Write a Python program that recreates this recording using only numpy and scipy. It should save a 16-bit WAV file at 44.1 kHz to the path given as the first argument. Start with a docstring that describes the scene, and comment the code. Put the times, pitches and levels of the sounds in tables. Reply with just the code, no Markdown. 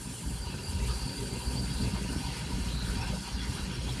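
"""A spinning top stands almost still on a wooden table, close to the microphone.
Its tip grinds on the grain: the tabletop throbs in its low modes at each turn and the boards rumble,
while fine friction whirrs in the wood and rings the top and its hollow shell. Now and then the tip
bumps over a ridge or catches in a short scrape. A soft hiss and a faint mains hum lie behind."""
import sys
import numpy as np
from scipy import signal
from scipy.fft import rfft, irfft
from scipy.io import wavfile
from scipy.ndimage import uniform_filter1d, map_coordinates

SR = 44100
rng = np.random.default_rng(int(sys.argv[2]) if len(sys.argv) > 2 else 0)


def unload_wav(signal):
    """Save mono or channel-first audio to the path in sys.argv[1] as 16-bit WAV at rate SR, clipped to [-1, 1]."""
    wavfile.write(
        sys.argv[1],
        SR,
        np.round(np.clip(np.atleast_2d(signal).T, -1, 1) * 32767).astype(np.int16),
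    )


N = 176400
T = np.arange(N) / SR

# Table levels are relative: each layer gets its trim in the functions below.
# force of the tip's wobble, riding the deep modes: t/s, level/dB
WOBBLE_RIDE = [(0.0, -39), (0.04, -65), (0.06, -44), (0.22, -59), (0.26, -39.5), (0.44, -38.5), (0.56, -46),
               (0.64, -49), (0.70, -38), (0.75, -32), (0.91, -32.5), (0.99, -37.5), (1.08, -39.5),
               (1.14, -65), (1.2, -34), (1.32, -49), (1.36, -39), (1.44, -49), (1.48, -28.5), (1.54, -40),
               (1.7, -38.5), (1.84, -32), (1.9, -37), (2.18, -37.5), (2.42, -46.5), (2.54, -35),
               (2.92, -35.5), (2.99, -32), (3.16, -38.5), (3.23, -50), (3.3, -47), (3.33, -31.5),
               (3.4, -39.5), (3.5, -34), (3.58, -48), (3.62, -36.5), (3.74, -45.5), (3.82, -35), (4.0, -40)]
# deep modes of the tabletop: f/Hz, width/Hz, level/dB
DEEP_RESONANCES = [(44.2, 3.8, -12), (58.2, 4, 0.5), (72.1, 14.4, -10.5), (85.98, 2.85, -12)]
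# rumble of the boards: t/s, level/dB
RUMBLE_RIDE = [(0.0, -51), (0.1, -37.5), (0.18, -48.5), (0.28, -37), (0.44, -48.5), (0.53, -37.5),
               (0.64, -42.5), (0.76, -38), (0.88, -37), (0.98, -42.5), (1.06, -35.5), (1.16, -40.5),
               (1.23, -35.5), (1.28, -44), (1.34, -33.5), (1.42, -41.5), (1.51, -38.5), (1.56, -30.5),
               (1.61, -29), (1.68, -38.5), (1.72, -34), (1.77, -40.5), (1.82, -32), (1.88, -35),
               (1.94, -30), (1.99, -41.5), (2.05, -36), (2.12, -36.5), (2.28, -38.5), (2.36, -41),
               (2.48, -38.5), (2.7, -35.5), (2.84, -37), (3.08, -39), (3.16, -35), (3.21, -42.5),
               (3.29, -45), (3.38, -34.5), (3.45, -41), (3.53, -36), (3.58, -41), (3.69, -37), (3.76, -37),
               (3.82, -37.5), (4.0, -34)]
# higher modes of the boards: f/Hz, width/Hz, level/dB
BOARD_RESONANCES = [(120.7, 7.6, 1), (131.2, 9.9, -4.5), (158, 36, -6.5), (189.2, 7.8, -1.5),
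                    (208.2, 14.6, -5.5), (247.6, 14.4, -4.5), (281.8, 6.6, -7)]
# colour of the boards' broad noise: f/Hz, level/dB
BOARD_EQ = [(40, -61), (90, -6.5), (130, 4.5), (220, -1.5), (320, -16.5), (450, -17), (650, -25),
            (1200, -44), (4000, -90)]
# the table's hollow mids: t/s, level/dB
HOLLOW_RIDE = [(0.0, -56), (0.88, -47), (0.98, -53), (1.3, -43.5), (1.7, -53), (2.0, -42), (2.08, -54.5),
               (2.4, -48), (3.18, -52.5), (3.24, -57), (3.82, -47.5), (4.0, -56)]
# modes of those mids: f/Hz, width/Hz, level/dB
HOLLOW_RESONANCES = [(347.3, 45, -4), (404, 40.4, 0), (511.5, 79, -5)]
# friction at the tip, riding the whirr: t/s, level/dB
WHIRR_RIDE = [(0, -50.5), (.25, -51), (.42, -51), (.5, -48), (.62, -48.5), (.75, -49), (.86, -45.5),
              (1.1, -48), (1.65, -47.5), (1.8, -46), (2.08, -46), (2.35, -44.5), (2.53, -45.5), (2.62, -46),
              (2.8, -46.5), (3.02, -43.5), (3.17, -46.5), (3.45, -45), (3.7, -45.5), (4, -45)]
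# wood resonances that the friction excites: f/Hz, width/Hz, level/dB
WHIRR_RESONANCES = [(1510, 120, -4.5), (2090, 170, -8), (2750, 220, -5), (3206, 280, -0.5),
                    (3900, 290, -2.5), (4133, 230, -4), (5464, 270, -4.5)]
# colour of the whirr's broad noise: f/Hz, level/dB
WHIRR_EQ = [(200, -21), (500, -1.5), (650, -6), (1100, -2.5), (1600, -1.5), (1850, -11), (2300, 2.5),
            (3100, -8.5), (3600, -4.5), (4300, -1), (5200, -4), (6400, -6.5), (9000, -36)]
# ringing of the top: t/s, level/dB
TOP_RIDE = [(0, -63), (.2, -61), (.27, -55), (.4, -54.5), (.49, -48.5), (.6, -55.5), (.68, -46), (.77, -52),
            (.86, -61), (.9, -47), (1.08, -47.5), (1.3, -49), (1.41, -52.5), (1.48, -44.5), (1.54, -54),
            (1.58, -41), (1.62, -46), (1.8, -48), (1.95, -52.5), (2.16, -54), (2.25, -48), (2.33, -54),
            (2.75, -54.5), (3.2, -52), (3.38, -52.5), (3.55, -54), (3.62, -52), (3.7, -59), (4, -54.5)]
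# close modes of the top itself: f/Hz, width/Hz, level/dB
TOP_RESONANCES = [(4590, 60, 0), (4680, 44, -0.5), (4778, 36, 0), (4560, 340, -0.5)]
# hollow note of the top's shell: t/s, level/dB
SHELL_RIDE = [(0.0, -57.5), (0.42, -58.5), (0.44, -51), (0.63, -56), (0.85, -50), (1.11, -55), (1.5, -48.5),
              (1.74, -57), (1.85, -47), (1.89, -55), (1.97, -47.5), (2.02, -61), (2.16, -48), (2.93, -58),
              (3.0, -45), (3.23, -56), (3.29, -48), (3.4, -60), (3.48, -50), (3.84, -59), (3.89, -50.5),
              (4.0, -55)]
# modes of the shell: f/Hz, width/Hz, level/dB
SHELL_RESONANCES = [(783, 69, -6.5), (928, 115, -3), (945, 47, -0.5)]
# mains lines: f/Hz, level/dB
HUM_LINES = [(120, -51), (360, -62)]
# treble hiss: t/s, level/dB
HISS_RIDE = [(0, -48.5), (.1, -50), (.16, -47.5), (.3, -49), (.54, -53.5), (.7, -49.5), (.8, -52.5),
             (.88, -47.5), (1.14, -52), (1.2, -48), (1.33, -50), (1.42, -47.5), (1.6, -50), (1.82, -49),
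             (2, -52), (2.18, -49), (2.33, -52), (2.6, -50.5), (2.82, -52.5), (2.87, -47), (3.02, -53),
             (3.2, -50), (3.37, -56), (3.44, -51.5), (3.57, -49.5), (3.7, -55), (3.82, -55.5), (3.91, -51),
             (4, -53.5)]
# colour of the hiss: f/Hz, level/dB
HISS_EQ = [(300, -11), (2000, -9.5), (4500, -9.5), (6300, 0.5), (8000, 7), (9000, 7), (9650, 8.5),
           (10300, 4), (11000, 1.5), (12300, -6.5), (14200, -11.5)]
# left-right likeness of the dry hiss: f/Hz, correlation/0-1
HISS_CORRELATION = [(3300, 1), (4200, 1), (6500, 0.68), (9000, 0.63), (13000, 0.62)]
# the tip drops over a ridge of the grain: t/s, level/dB
BUMP_CUES = [(0.055,-44), (0.262,-22.5), (0.491,-44), (0.728,-24.5), (1.195,-32), (1.327,-23.5),
             (1.467,-31), (1.595,-24), (1.645,-24), (1.816,-19.5), (1.856,-22), (2.048,-21.5), (2.162,-20),
             (2.888,-32), (2.958,-38), (3.316,-26), (3.49,-30), (3.595,-25)]
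# the tip catches, each at its peak: t/s, f/Hz, glide/(Hz/s), width/Hz, swell sigma/s, level/dB
CATCH_CUES = [(.50, 2790, -4000, 260, 0.037, -54), (.85, 2350, 0, 500, 0.017, -53),
              (.91, 1210, 0, 140, 0.016, -49.5), (1.80, 4110, -1500, 340, .04, -51),
              (1.858, 2645, -3000, 240, 0.029, -53), (1.969, 982, 0, 450, 0.017, -48),
              (2.09, 2850, 0, 260, .015, -50.5), (2.35, 2087, 0, 340, 0.06, -55),
              (2.78, 3980, 0, 420, 0.08, -49), (2.883, 1585, -500, 300, 0.07, -54),
              (3.022, 5450, -4000, 320, 0.009, -47), (3.03, 2574, 0, 220, 0.014, -48),
              (3.04, 1510, 0, 160, 0.022, -50.5), (3.09, 775, -4500, 340, 0.029, -52),
              (3.14, 561, -1500, 190, 0.022, -48.5), (3.411, 3380, 0, 243, 0.023, -49.5),
              (3.444, 2023, 0, 260, 0.034, -52), (3.591, 1460, -8000, 240, 0.016, -49.5),
              (3.6, 3980, 0, 240, 0.037, -54), (3.75, 5470, 0, 240, .016, -53),
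              (3.903, 3910, 0, 220, 0.011, -49)]


def from_db(db):
    """Decibels to gain."""
    return 10 ** (np.asarray(db) / 20)


def rms_one(x):
    """Scale to unit power."""
    return x / np.sqrt(np.mean(x ** 2) + 1e-20)


def ride(points):
    """A fader ride: gain over time from t/s, level/dB points."""
    return from_db(np.interp(T, *np.transpose(points)))


def at_hz(points, hz):
    """Read a curve on a log-frequency axis."""
    f, value = np.transpose(points)
    return np.interp(np.log(hz), np.log(f), value)


def drift(rate_hz):
    """Smooth random modulation with a spread near 1, its extremes rounded off."""
    hop, run_in = 40, 2000
    r = np.exp(-2 * np.pi * hop * rate_hz / SR)
    noise = rng.standard_normal(N // hop + run_in + 2)
    slow = signal.lfilter([1], [1, -2 * r, r * r], noise)[run_in:]
    rounded = rms_one(np.tanh(.7 * rms_one(slow)))
    return np.interp(np.arange(N) / hop, np.arange(len(slow)), rounded)


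def evened(x, span_s):
    """A leveller: holds the power steady over spans longer than span_s."""
    size = int(span_s * SR)
    return x / np.sqrt(uniform_filter1d(uniform_filter1d(x * x, size), size) + 1e-12)


def slips(per_s=5000, spread_db=4.5):
    """Tiny slips of the tip: random clicks of uneven size."""
    sizes = from_db(spread_db * np.minimum(rng.exponential(1, N), 5))
    signs = rng.choice([-1, 1], N)
    return rms_one(sizes * signs * (rng.random(N) < per_s / SR))


def resonate(modes, flicker_db=0, flicker_hz=1):
    """Slips keep each mode ringing; its share wanders as the tip moves."""
    out = 0
    for hz, width, db in modes:
        force = slips()
        r = np.exp(-np.pi * 1.5 * width / SR)  # two wider stages in series give about this width
        stage = [1 - r, 0, r - 1, 1, -2 * r * np.cos(2 * np.pi * hz / SR), r * r]
        ring = signal.sosfilt([stage, stage], np.r_[force[-SR:], force])[SR:]  # 1 s of pre-roll
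        out += rms_one(ring) * from_db(db + flicker_db * drift(flicker_hz))
    return rms_one(out)


def rubbing(eq, flicker_db, flicker_hz):
    """Slips heard through third-octave bands that each flicker on their own."""
    out, forces = 0, (slips(), slips())
    edges = np.geomspace(70, 11000, 23)
    for k, (low, high) in enumerate(zip(edges, edges[1:])):
        band = signal.sosfilt(signal.butter(2, [low, high], "band", fs=SR, output="sos"), forces[k % 2])
        out += band * from_db(at_hz(eq, np.sqrt(low * high)) + flicker_db * drift(flicker_hz))
    return rms_one(out)


def room(x, wet_db, t60_s=.16):
    """Dense, close reflections from the table and walls comb fine ridges into the tone."""
    t = T[:SR // 4]
    tail = rng.standard_normal(len(t)) * from_db(-60 * t / t60_s)
    echoes = signal.fftconvolve(np.atleast_2d(x), [tail / np.linalg.norm(tail)])[:, :N]
    return rms_one(x + from_db(wet_db) * echoes.reshape(x.shape))


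def table_throb(spin_hz=14.3, slowing_hz_per_s=.3, depth_db=3.5):
    """The off-balance top leans on the table once a turn, so the deep modes pulse."""
    t = T - .76  # time from one lean, when the top turns at spin_hz
    load = np.cos(2 * np.pi * (spin_hz * t - slowing_hz_per_s * t * t / 2))
    deep = evened(resonate(DEEP_RESONANCES), span_s=.065)
    return rms_one(deep * from_db(depth_db * load))


def board_rumble(swing, burble_db=2, press_db=1):
    """The boards burble, pressed harder on each deep swing of the tabletop."""
    modes = from_db(-3.5) * resonate(BOARD_RESONANCES, flicker_db=3, flicker_hz=7.8)
    noise = from_db(-4) * rubbing(BOARD_EQ, flicker_db=5, flicker_hz=12.4)
    burble = from_db(-1 + burble_db * drift(29) + press_db * swing)
    return ride(RUMBLE_RIDE) * burble * evened(modes + noise, span_s=.056)


def table_hollow():
    """The grinding tip sounds the table's boxy midrange modes."""
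    modes = resonate(HOLLOW_RESONANCES, flicker_db=3.5, flicker_hz=15.7)
    return from_db(-2) * ride(HOLLOW_RIDE) * modes


def wood_whirr(pitch_spread=.016, flicker_hz=14):
    """Friction sings in the wood's resonances, which bend and fade as the tip wanders."""
    modes = 0
    for hz, width, db in WHIRR_RESONANCES:
        ring = resonate([(hz, width, db)], flicker_db=3.6, flicker_hz=flicker_hz)
        playhead = np.arange(N) + np.cumsum(pitch_spread * drift(9))  # varispeed bends the pitch
        modes += from_db(db) * map_coordinates(ring, [playhead], order=3, mode="mirror")
    modes = from_db(-2.5) * room(modes, wet_db=1)
    noise = rubbing(WHIRR_EQ, flicker_db=2.2, flicker_hz=flicker_hz)
    noise = from_db(-2) * room(noise, wet_db=1)
    return from_db(.96) * ride(WHIRR_RIDE) * evened(modes + noise, span_s=.15)


def top_ring(waver_db=1.9):
    """Friction rings the top's close modes in a bright, wavering band."""
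    waver = from_db(.5 + waver_db * drift(16))
    modes = resonate(TOP_RESONANCES, flicker_db=2, flicker_hz=17)
    return ride(TOP_RIDE) * waver * evened(modes, span_s=.065)


def shell_note(waver_db=1.8):
    """Friction draws a hollow, unsteady note from the top's shell."""
    waver = from_db(1 + waver_db * drift(19))
    modes = resonate(SHELL_RESONANCES, flicker_db=3, flicker_hz=10.5)
    return ride(SHELL_RIDE) * waver * evened(modes, span_s=.088)


def mains_hum():
    """Two faint, steady mains lines."""
    return sum(np.sqrt(2) * from_db(db) * np.sin(2 * np.pi * (hz * T + rng.random()))
               for hz, db in HUM_LINES)


def hiss(flicker_db=1.15, flutter_db=1):
    """A bed of hiss, wider in the highs; each band flickers and the whole bed flutters."""
    hz = np.maximum(np.arange(N // 2 + 1) * SR / N, 1)
    alike = at_hz(HISS_CORRELATION, hz)
    mid, side = rfft(rng.standard_normal((2, N))) * from_db(at_hz(HISS_EQ, hz))
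    stereo = mid + side * np.sqrt((1 - alike) / (1 + alike)) * [[1], [-1]]
    bed, band_hz = 0, 2000
    for low in range(0, 16000, band_hz):
        band = irfft(stereo * ((hz >= low) & (hz < low + band_hz)), N)
        bed += band * from_db(flicker_db * drift(23))
    return room(bed, wet_db=-11) * ride(HISS_RIDE) * from_db(2 + flutter_db * drift(28))


def ridge_bumps(t60_s=.08, soft_hz=145, scatter_db=5.4):
    """The tip drops over ridges: soft knocks ring the table's modes, damped by the top's weight."""
    times, db = np.transpose(BUMP_CUES)
    out, r = 0, from_db(-60 / (t60_s * SR))
    for hz, _, mode_db in DEEP_RESONANCES + BOARD_RESONANCES:
        knocks, w = np.zeros(N), 2 * np.pi * hz / SR
        knocks[(times * SR).astype(int)] = from_db(db + mode_db + rng.normal(0, scatter_db, len(times)))
        ring = signal.lfilter([0, np.sin(w)], [1, -2 * r * np.cos(w), r * r], knocks + 1e-18)
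        out += ring / np.hypot(1, hz / soft_hz)
    return from_db(-13) * signal.sosfilt(signal.butter(4, 42, "high", fs=SR, output="sos"), out)


def grain_catches():
    """The tip bites the grain: short swells of narrow friction noise, some gliding down."""
    out = 0
    for peak_s, hz, glide, width, sigma_s, db in CATCH_CUES:
        t = T - peak_s
        phase = 2 * np.pi * (hz * t + glide * t * t / 2)
        lowpass = signal.butter(2, width / 2, fs=SR, output="sos")
        a, b = signal.sosfilt(lowpass, rng.standard_normal((2, N)))
        scrape = evened(a * np.cos(phase) + b * np.sin(phase), span_s=.083)
        swell = np.exp(-.5 * (t / sigma_s) ** 2)
        out += from_db(db + 3) * swell * scrape
    return out


def scene(low_cut_hz=21):
    """The top and table sit in the centre with the hum; the hiss spreads around them."""
    swing = table_throb()
    table = from_db(1) * ride(WOBBLE_RIDE) * swing
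    table += board_rumble(swing) + table_hollow() + ridge_bumps()
    table = signal.sosfilt(signal.butter(2, low_cut_hz, "high", fs=SR, output="sos"), table)
    friction = wood_whirr() + top_ring() + shell_note() + grain_catches()
    return table + friction + mains_hum() + hiss()


def record(dry):
    """A steep high cut at 14.2 kHz takes the air off the mix."""
    return signal.sosfilt(signal.ellip(12, .2, 80, 14200, fs=SR, output="sos"), dry)


dry = scene()
out = record(dry)
unload_wav(out)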